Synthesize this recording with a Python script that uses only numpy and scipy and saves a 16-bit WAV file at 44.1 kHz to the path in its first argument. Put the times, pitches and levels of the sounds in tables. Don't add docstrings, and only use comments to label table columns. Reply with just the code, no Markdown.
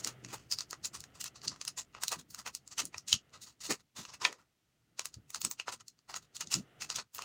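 import sys
import numpy as np
from scipy import signal
from scipy.fft import rfft, irfft, next_fast_len
from scipy.io import wavfile

SR = 44100
rng = np.random.default_rng(int(sys.argv[2]) if len(sys.argv) > 2 else 0)


def to_wav(sig):
    pcm = np.clip(np.atleast_2d(sig), -1, 1) * 32767
    pcm = np.round(pcm).astype(np.int16)
    wavfile.write(sys.argv[1], SR, pcm.T)


N = 319284
TIME = np.arange(N) / SR

# (time [s], level [dB], body [dB], top [dB], ring [Hz], ring gain [dB])
SNAPS = [(0.0466, -27, -16.5, -1.5, 2700, 0), (0.074, -31, -6, 3, 2700, -4.5),
         (.248, -40, -4, -8, 2320, 14), (.5235, -24, -9, -2, 4900, 21), (0.5868, -30.5, -1.5, 2, 4730, 10),
         (0.6072, -30.5, -1, -3, 4670, 9.5), (0.7088, -36.5, -23, 6, 4500, 6),
         (.7301, -34.5, 10.5, -8, 1460, 7), (0.8557, -29.5, -13, 12, 7170, 12),
         (1.005, -41, -21, 4, 4430, 2), (1.0396, -44, -0.5, -2, 1850, 7.5),
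         (1.212, -40.5, -12, 2, 2870, 23), (1.2419, -34, -6, 11.5, 7400, 2), (1.4173, -48, 3, -8, 4700, 12),
         (1.4768, -34, -9, -21, 4370, 15), (1.4807, -25, -25, -16.5, 4570, 11),
         (1.561, -51, 14, -8, 10000, 9), (1.614, -34.5, -4, -8, 2740, 4.5), (1.651, -38.5, -4, 8, 2900, -1),
         (1.6772, -32, -6, -15, 5200, 13), (1.6799, -30.5, -3.5, 3, 10200, 12.5),
         (1.9489, -41.5, 18.5, -17, 2630, 10), (2.0354, -26, 2.5, 9.5, 8400, 6),
         (2.0814, -26, -21, 6.5, 3900, 11.5), (2.1177, -32, -5, 9, 4190, 14),
         (2.3466, -37.5, -7.5, 7, 1500, 11.5), (2.4637, -37, 16, 3, 2560, 4),
         (2.55, -32.5, -18, 7, 4300, 8), (2.6766, -44.5, -12, -1, 7550, 7), (2.782, -32, -2, 5, 2810, 7),
         (2.854, -35, -13, 9.5, 9350, 17), (2.9441, -36.5, 17.5, -9, 2300, 15.5),
         (2.9813, -35.5, -5, 3, 5380, 14.5), (3.1284, -14.3, -22, -16, 3050, 21),
         (4.0519, -41, 4.5, -12, 2740, 9), (4.2501, -21, 9, -13.5, 3350, 25),
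         (4.252, -20, 11, -3, 2300, 26), (4.3275, -42, 9, -3, 2050, 9.5), (4.9941, -28.5, 1, -5, 2650, 4.5),
         (5.0558, -32, -2, 9, 10070, 6.5), (5.1419, -43.5, -7, -1, 4580, 8),
         (5.3038, -42.5, -3.5, 17, 2634, 6), (5.3465, -30.5, -21, -3.5, 1230, 18.5),
         (5.4163, -32, -8, 4.5, 4570, 9.5), (5.449, -22.5, -6.5, 2, 8000, 9.5),
         (5.5126, -32, 1.5, 10, 7850, 9), (5.5985, -30.5, 4, -10, 2760, 18),
         (5.6813, -30.5, 22, -8, 1115, 6), (5.8819, -42.5, -24.5, 4.5, 4260, 9),
         (5.99, -61, 6, 0, 4500, 10), (6.142, -34.5, 12, -10, 4510, 5), (6.3664, -37, -15, 2, 3510, 9.5),
         (6.408, -34.5, -7.5, 7, 2920, 9), (6.472, -42, -31, -16, 3700, 8),
         (6.5409, -20.5, -18, -12, 7400, 3), (6.5407, -24, -21, -7, 2920, 14),
         (6.8215, -37, 5, -8, 2900, 0), (6.9017, -28.5, 0, -15, 2820, -4.5), (6.9614, -32, -9, 10, 7200, 7),
         (6.9857, -37.5, 17, -5, 1410, 14), (7.1481, -39.5, 0, 26, 2880, 5), (7.183, -40, 9, -7, 2850, 9),
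         (7.191, -34, 15, -4, 2880, 0), (7.2213, -37.5, 2, 3, 2900, 16)]
# (time of peak [s], fall [s], level [dB], body [dB], top [dB], ring [Hz])
SCRAPES = [(0, .011, -46, -4, 1, 6900), (.071, 0.025, -41.5, 7.5, 3, 2370),
           (.29, 0.086, -53.5, 5, -2, 2620), (.338, 0.017, -41, 12, 8, 7900),
           (.519, 0.021, -35, -7.5, 2.5, 4870), (.85, .016, -36.5, -8, 0, 4220),
           (.948, .021, -43, 2.5, 1, 8830), (1.154, 0.031, -58, 8, 2, 8030),
           (1.212, 0.017, -40.5, -12, 6, 2870), (1.259, 0.017, -42, -6, -1, 2750),
           (1.362, 0.021, -53, 1.5, -10, 4230), (1.44, 0.02, -45.5, 8.5, 3, 4730),
           (1.514, 0.037, -52, 9.5, -12, 5880), (1.785, 0.021, -37, -2.5, -2.5, 7200),
           (1.97, 0.025, -54.5, 19, -16, 2720), (2.027, 0.014, -42, 2, 4, 8200),
           (2.125, 0.02, -34, 12, 2.5, 10000), (2.195, 0.017, -50.5, 3, 7, 3670),
           (2.307, 0.018, -54, -9, 15, 4770), (2.389, 0.02, -45.5, 2, 4, 1550),
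           (2.471, .017, -40, 10.5, 3, 2580), (2.721, .016, -48, -4.5, -8, 7350),
           (2.793, 0.02, -30.5, 0.5, -1, 2900), (3.088, 0.032, -38.5, -13.5, -3, 2990),
           (3.341, 0.029, -52.5, 10, -6, 3760), (3.425, 0.019, -48, -12, 5, 4100),
           (3.473, .031, -54.5, 1, 2, 4360), (3.617, .014, -46.5, -7.5, -0.5, 1910),
           (3.644, 0.044, -42, -3, 2.5, 3980), (3.709, .022, -30.5, 3.5, 2, 2050),
           (3.803, 0.01, -63, 7, 2, 3980), (3.972, 0.057, -45.5, 4, 3, 3560),
           (4.088, 0.041, -53, 7, -10, 5740), (4.143, 0.016, -48.5, 4, -1.5, 2610),
           (4.221, .052, -39, 11, -6, 5390), (4.392, 0.036, -66, 16.5, 6, 1818),
           (5.36, 0.018, -43.5, 4, 1, 4850), (5.687, 0.014, -40, 11, -3.5, 2750),
           (5.729, 0.018, -42, 6, 1, 8510), (5.808, 0.0089, -53, 1, -9, 1350),
           (6.098, 0.026, -47.5, 14.5, 2.5, 4410), (6.163, 0.018, -39.5, 6.5, 2.5, 6820),
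           (6.228, 0.021, -64, 5, 5, 3870), (6.359, 0.012, -47, -6.5, 2, 4080),
           (6.415, .015, -37.5, 0, -9, 2860), (6.521, 0.035, -34.5, -1, 3, 2850),
           (6.818, 0.026, -40, -1, -1, 2470), (6.91, 0.035, -44.5, 6, -2, 4550),
           (6.962, 0.011, -35.5, -6, -8, 3260), (6.988, .018, -39, 7, -9, 4110),
           (7.158, 0.016, -46, 1, 20, 2750), (7.219, 0.024, -49, 11.5, -2, 2780)]


def from_db(db):
    return 10 ** (np.asarray(db) / 20)


def rms_one(x):
    return x / np.sqrt(np.mean(x ** 2) + 1e-20)


def bins(size):
    return np.maximum(np.fft.rfftfreq(size, 1 / SR), 1)


def at_hz(spectrum, hz):
    points_hz, points_db = np.transpose(spectrum)
    return np.interp(np.log(hz), np.log(points_hz), points_db)


def radiate(x, gain_db):
    cepstrum = irfft(gain_db * np.log(10) / 20)
    cepstrum[1:len(x) // 2] *= 2
    cepstrum[len(x) // 2 + 1:] = 0
    return irfft(rfft(x) * np.exp(rfft(cepstrum)))


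def add(out, sound, s):
    start = int(round(s * SR))
    first, last = max(start, 0), min(start + len(sound), N)
    out[first:last] += sound[first - start:last - start]


def swell(t, rise_s, fall_s):
    from_top = t / np.where(t < 0, max(rise_s, .002), max(fall_s, .002))
    return np.exp(2 - 2 * np.sqrt(1 + from_top ** 2))


def steady_noise(spectrum):
    size = 2 * next_fast_len(N // 2 + 1)
    white = rfft(rng.standard_normal(size))
    return rms_one(irfft(white * from_db(at_hz(spectrum, bins(size))))[:N])


def pack_response(hz):
    # (frequency [Hz], gain [dB])
    radiation = [(150, -33), (400, -11.5), (750, -9.5), (1250, -1), (1600, -5), (2700, -5.5), (3500, -4),
                 (4800, 0.5), (6600, 1), (8500, -6), (11000, -14), (13500, -20.5), (15200, -13.5),
                 (16500, -28.5)]
    # (centre [Hz], half-width [Hz], gain [dB])
    modes = [(760, 38, 1.5), (1000, 42, 3), (1324, 120, 3), (1790, 70, 0), (1947, 70, 5.5), (2473, 70, 0.5),
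             (2620, 130, 7), (2870, 130, 5.5), (3340, 90, 1), (3770, 130, 0.5), (4200, 480, 3.5),
             (5940, 40, 1), (6710, 250, 3.5), (7600, 150, 1.5), (15050, 300, 2.5)]
    return at_hz(radiation, hz) + sum(db / (1 + ((hz - centre) / width) ** 2) for centre, width, db in modes)


def spot_colour(hz, colour, ripple_db, ripple_hz):
    body_db, top_db, ring_hz, ring_db = colour
    anchors_hz = [1000, 2700, 6000, 14500]
    mid_db = -5 + .41 * body_db
    tilt = np.interp(np.log(hz), np.log(anchors_hz), [body_db, mid_db, 0, top_db])
    width_hz = max(.053 * ring_hz, 450)
    ring = ring_db / (1 + ((hz - ring_hz) / width_hz) ** 2)
    grip = np.interp(hz / ripple_hz, np.arange(256), rng.standard_normal(256))
    return tilt + ring + ripple_db * grip


def background():
    # (time [s], rumble [dB], hiss [dB])
    levels = [(0, -63.5, -59.5), (.5, -63.5, -72), (1.2, -66.5, -68), (2.2, -69, -78.5), (3.4, -73, -73.5),
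              (3.9, -86.5, -99), (4.101, -75.5, -75), (4.55, -84.5, -90), (5.2, -69, -78.5),
              (6, -81, -88.5), (6.4, -77, -71.5), (6.85, -65, -66), (7.1, -93, -98), (7.24, -86, -89.5)]
    # (frequency [Hz], relative density [dB])
    rumble_spectrum = [(20, -25), (50, -6), (90, -4.5), (125, 2), (200, -6), (320, -7), (500, -27.5),
                       (1000, -39.5)]
    # (frequency [Hz], relative density [dB])
    hiss_spectrum = [(150, -22), (400, 2), (560, -1.5), (720, 0.5), (1000, -11.5), (1320, -1), (1600, -7),
                     (2000, -4), (2400, -11), (3000, -6.5), (4200, -21.5), (8000, -27), (16000, -37)]
    s, rumble_db, hiss_db = np.transpose(levels)
    rumble = from_db(np.interp(TIME, s, rumble_db)) * steady_noise(rumble_spectrum)
    hiss = from_db(np.interp(TIME, s, hiss_db)) * steady_noise(hiss_spectrum)
    return rumble + hiss


def hum(pitch_hz=124.6, waver_share=.03):
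    # (time [s], level [dB])
    levels = [(0, -62), (.35, -59), (.45, -76), (.8, -120)]
    waver = steady_noise([(1, 0), (12, 0), (40, -40)])
    phase = 2 * np.pi * np.cumsum(pitch_hz * (1 + waver_share * waver)) / SR
    return from_db(np.interp(TIME, *np.transpose(levels))) * np.sqrt(2) * np.sin(phase)


def microphone_noise(level_db=-82.5):
    return from_db(level_db) * steady_noise([(100, 0), (3000, 1), (6500, -1), (10000, -7), (16000, -10)])


def rub_foil(strokes, grains_per_s=5000, grain_spread_db=2, slips_per_s=280, slip_db=2.5, size=12288):
    out, t, hz = np.zeros(N), np.arange(size) / SR, bins(size)
    lead_s = t[size // 3]
    pack = pack_response(hz)
    for s, rise_s, fall_s, db, colour in strokes:
        sizes = from_db(grain_spread_db * np.minimum(rng.exponential(1, size), 4))
        signs = rng.choice([-1, 1], size)
        grains = rms_one(sizes * signs * (rng.random(size) < grains_per_s / SR))
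        slips = from_db(slip_db * np.interp(t * slips_per_s, np.arange(512), rng.standard_normal(512)))
        rubbing = .31 * rng.standard_normal(size)
        pressure = swell(t - lead_s, rise_s, fall_s)
        force = (grains + rubbing) * slips * pressure
        stroke = radiate(force, pack + spot_colour(hz, colour, ripple_db=2, ripple_hz=126.7))
        add(out, rms_one(stroke) * np.sqrt(np.mean(pressure ** 2)) * from_db(db), s - lead_s)
    return out


def scrapes(rise_s=.0085, ring_db=6):
    return rub_foil([(s, rise_s, fall_s, db, (body, top, ring_hz, ring_db))
                     for s, fall_s, db, body, top, ring_hz in SCRAPES])


def ticks(ticks_per_s=45, impulse_db=-52, spread_db=2, linger_s=.07, size=1024):
    worked = np.zeros(N)
    for s, *_ in SCRAPES:
        add(worked, np.hanning(int(2 * linger_s * SR)), s - linger_s)
    onsets = rng.random(N) < ticks_per_s * np.minimum(worked, 1) / SR
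    sizes = from_db(impulse_db + spread_db * np.minimum(rng.exponential(1, N), 3))
    tick = radiate(signal.unit_impulse(size), pack_response(bins(size)))
    return signal.oaconvolve(onsets * sizes, tick)[:N]


def nudges(usual_thud_db=-67.5, follow_share=.26, size=16384):
    # (frequency [Hz], relative density [dB])
    spectrum = [(25, -19.5), (60, -2), (120, 1.5), (200, 0), (330, -9), (700, -23), (2000, -50.5)]
    power, t = np.zeros(N), (np.arange(size) - size // 3) / SR
    push = swell(t, rise_s=.016, fall_s=.054)
    usual_scrape_db = np.mean([db for _, _, db, *_ in SCRAPES])
    for s, _, db, *_ in SCRAPES:
        thud_db = usual_thud_db + follow_share * (db - usual_scrape_db)
        add(power, (from_db(thud_db) * push) ** 2, s + t[0])
    return np.sqrt(power) * steady_noise(spectrum)


def snaps(crack_s=.0025, sag_s=.0026, kick=4.8, spread_db=3, shiver_db=-19, shiver_s=.018, size=4096):
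    out, t, hz = np.zeros(N), np.arange(size) / SR, bins(size)
    crack = np.exp(-t / sag_s) / (1 + (t / crack_s) ** 12)
    shiver = from_db(shiver_db) * np.exp(-t / shiver_s)
    damping = signal.butter(2, 8000, fs=SR, output="sos")
    pack = pack_response(hz) + at_hz([(7000, -.034), (11000, -.96)], hz)
    for s, db, *colour in SNAPS:
        fractures = rms_one(rng.standard_normal(size) * from_db(spread_db * rng.exponential(1, size)))
        force = fractures * crack + signal.sosfilt(damping, rng.standard_normal(size) * shiver)
        force[0] = kick * rng.choice([-1, 1])
        snap = radiate(force, pack + spot_colour(hz, colour, ripple_db=1.6, ripple_hz=302.6))
        strength = np.sqrt(np.sum(snap ** 2) / (crack_s * SR))
        add(out, snap * from_db(db) / strength, s)
    return out


def crinkles(below_snap_db=16, lag_s=.002, rise_s=.011, fall_s=.018, share=.65):
    return rub_foil([
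        (s + lag_s, rise_s, fall_s, db - below_snap_db, (share * body, share * top, hz, share * ring))
        for s, db, body, top, hz, ring in SNAPS])


def bumps(width_octaves=.61, lower_skirt_db=7, upper_skirt_db=11, size=16384):
    # (time [s], fall [s], level [dB], centre [Hz])
    contacts = [(.06, 0.029, -51, 320), (.252, 0.058, -55.5, 200), (.336, 0.0096, -46.5, 394),
                (.99, 0.053, -60, 100), (1.48, 0.047, -53, 183), (2.172, 0.035, -54.5, 191),
                (2.82, .045, -53, 230), (2.965, .02, -59, 100), (3.144, 0.02, -43.5, 119),
                (3.708, 0.02, -35.5, 324), (3.995, 0.041, -53, 178), (4.26, .055, -52, 420),
                (5.176, 0.022, -50, 106), (5.456, 0.024, -47.5, 188), (6.455, 0.036, -58.5, 169),
                (6.566, 0.038, -40, 171), (6.971, 0.026, -59.5, 144)]
    out, t, hz = np.zeros(N), np.arange(size) / SR, bins(size)
    lead_s = t[size // 3]
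    for s, fall_s, db, centre_hz in contacts:
        widths_away = np.log2(hz / centre_hz) / width_octaves
        skirt_db = np.where(widths_away < 0, lower_skirt_db, upper_skirt_db)
        band_db = -skirt_db * np.minimum(np.sqrt(1 + widths_away ** 2) - 1, 10)
        pressure = swell(t - lead_s, fall_s / 2, fall_s)
        thud = radiate(rng.standard_normal(size), band_db) * pressure
        add(out, rms_one(thud) * np.sqrt(np.mean(pressure ** 2)) * from_db(db), s - lead_s)
    return out


def squeaks(pitch_hz=15100, width_hz=900):
    # (time [s], rise [s], fall [s], level [dB])
    skids = [(.524, 0.011, 0.015, -54), (2.082, 0.002, .01, -50), (3.129, 0.0017, .008, -43.5),
             (5.413, 0.0091, .012, -48.5), (5.513, .009, 0.012, -44)]
    radius = np.exp(-np.pi * width_hz / SR)
    resonator = [1, -2 * radius * np.cos(2 * np.pi * pitch_hz / SR), radius ** 2]
    singing = signal.lfilter([1], np.convolve(resonator, resonator), rng.standard_normal(N))
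    pressure = sum(from_db(db) * swell(TIME - s, rise_s, fall_s) for s, rise_s, fall_s, db in skids)
    return rms_one(singing) * pressure


def knock(start_s=4.2502):
    # (frequency [Hz], peak [dB], t60 [s])
    modes = [(1800, -29, 0.09), (1980, -31.5, 0.057), (2300, -28.5, 0.055), (2550, -27.5, .06),
             (3800, -32, .05)]
    t = np.maximum(TIME - start_s, 0)
    return sum((-1) ** k * from_db(db - 60 * np.minimum(t / t60, 3)) * np.sin(2 * np.pi * hz * t)
               for k, (hz, db, t60) in enumerate(modes))


def room(x, t60_s=.12, first_echo_s=.006, wall_hz=2500, send_db=-21, size=16384):
    t = np.arange(size) / SR
    echoes = rng.standard_normal(size) * from_db(-60 * t / t60_s) * (t > first_echo_s)
    walls = signal.butter(2, wall_hz, fs=SR, output="sos")
    tail = signal.sosfilt(walls, echoes / np.linalg.norm(echoes))
    return signal.fftconvolve(from_db(send_db) * x, tail)[:N]


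def scene():
    handling = snaps() + scrapes() + crinkles() + ticks() + nudges() + bumps() + squeaks() + knock()
    return (handling + room(handling) + background() + hum() + microphone_noise())[None]


def record(dry):
    return signal.sosfilt(signal.ellip(10, .3, 80, 16300, fs=SR, output="sos"), dry)


dry = scene()
out = record(dry)
to_wav(out)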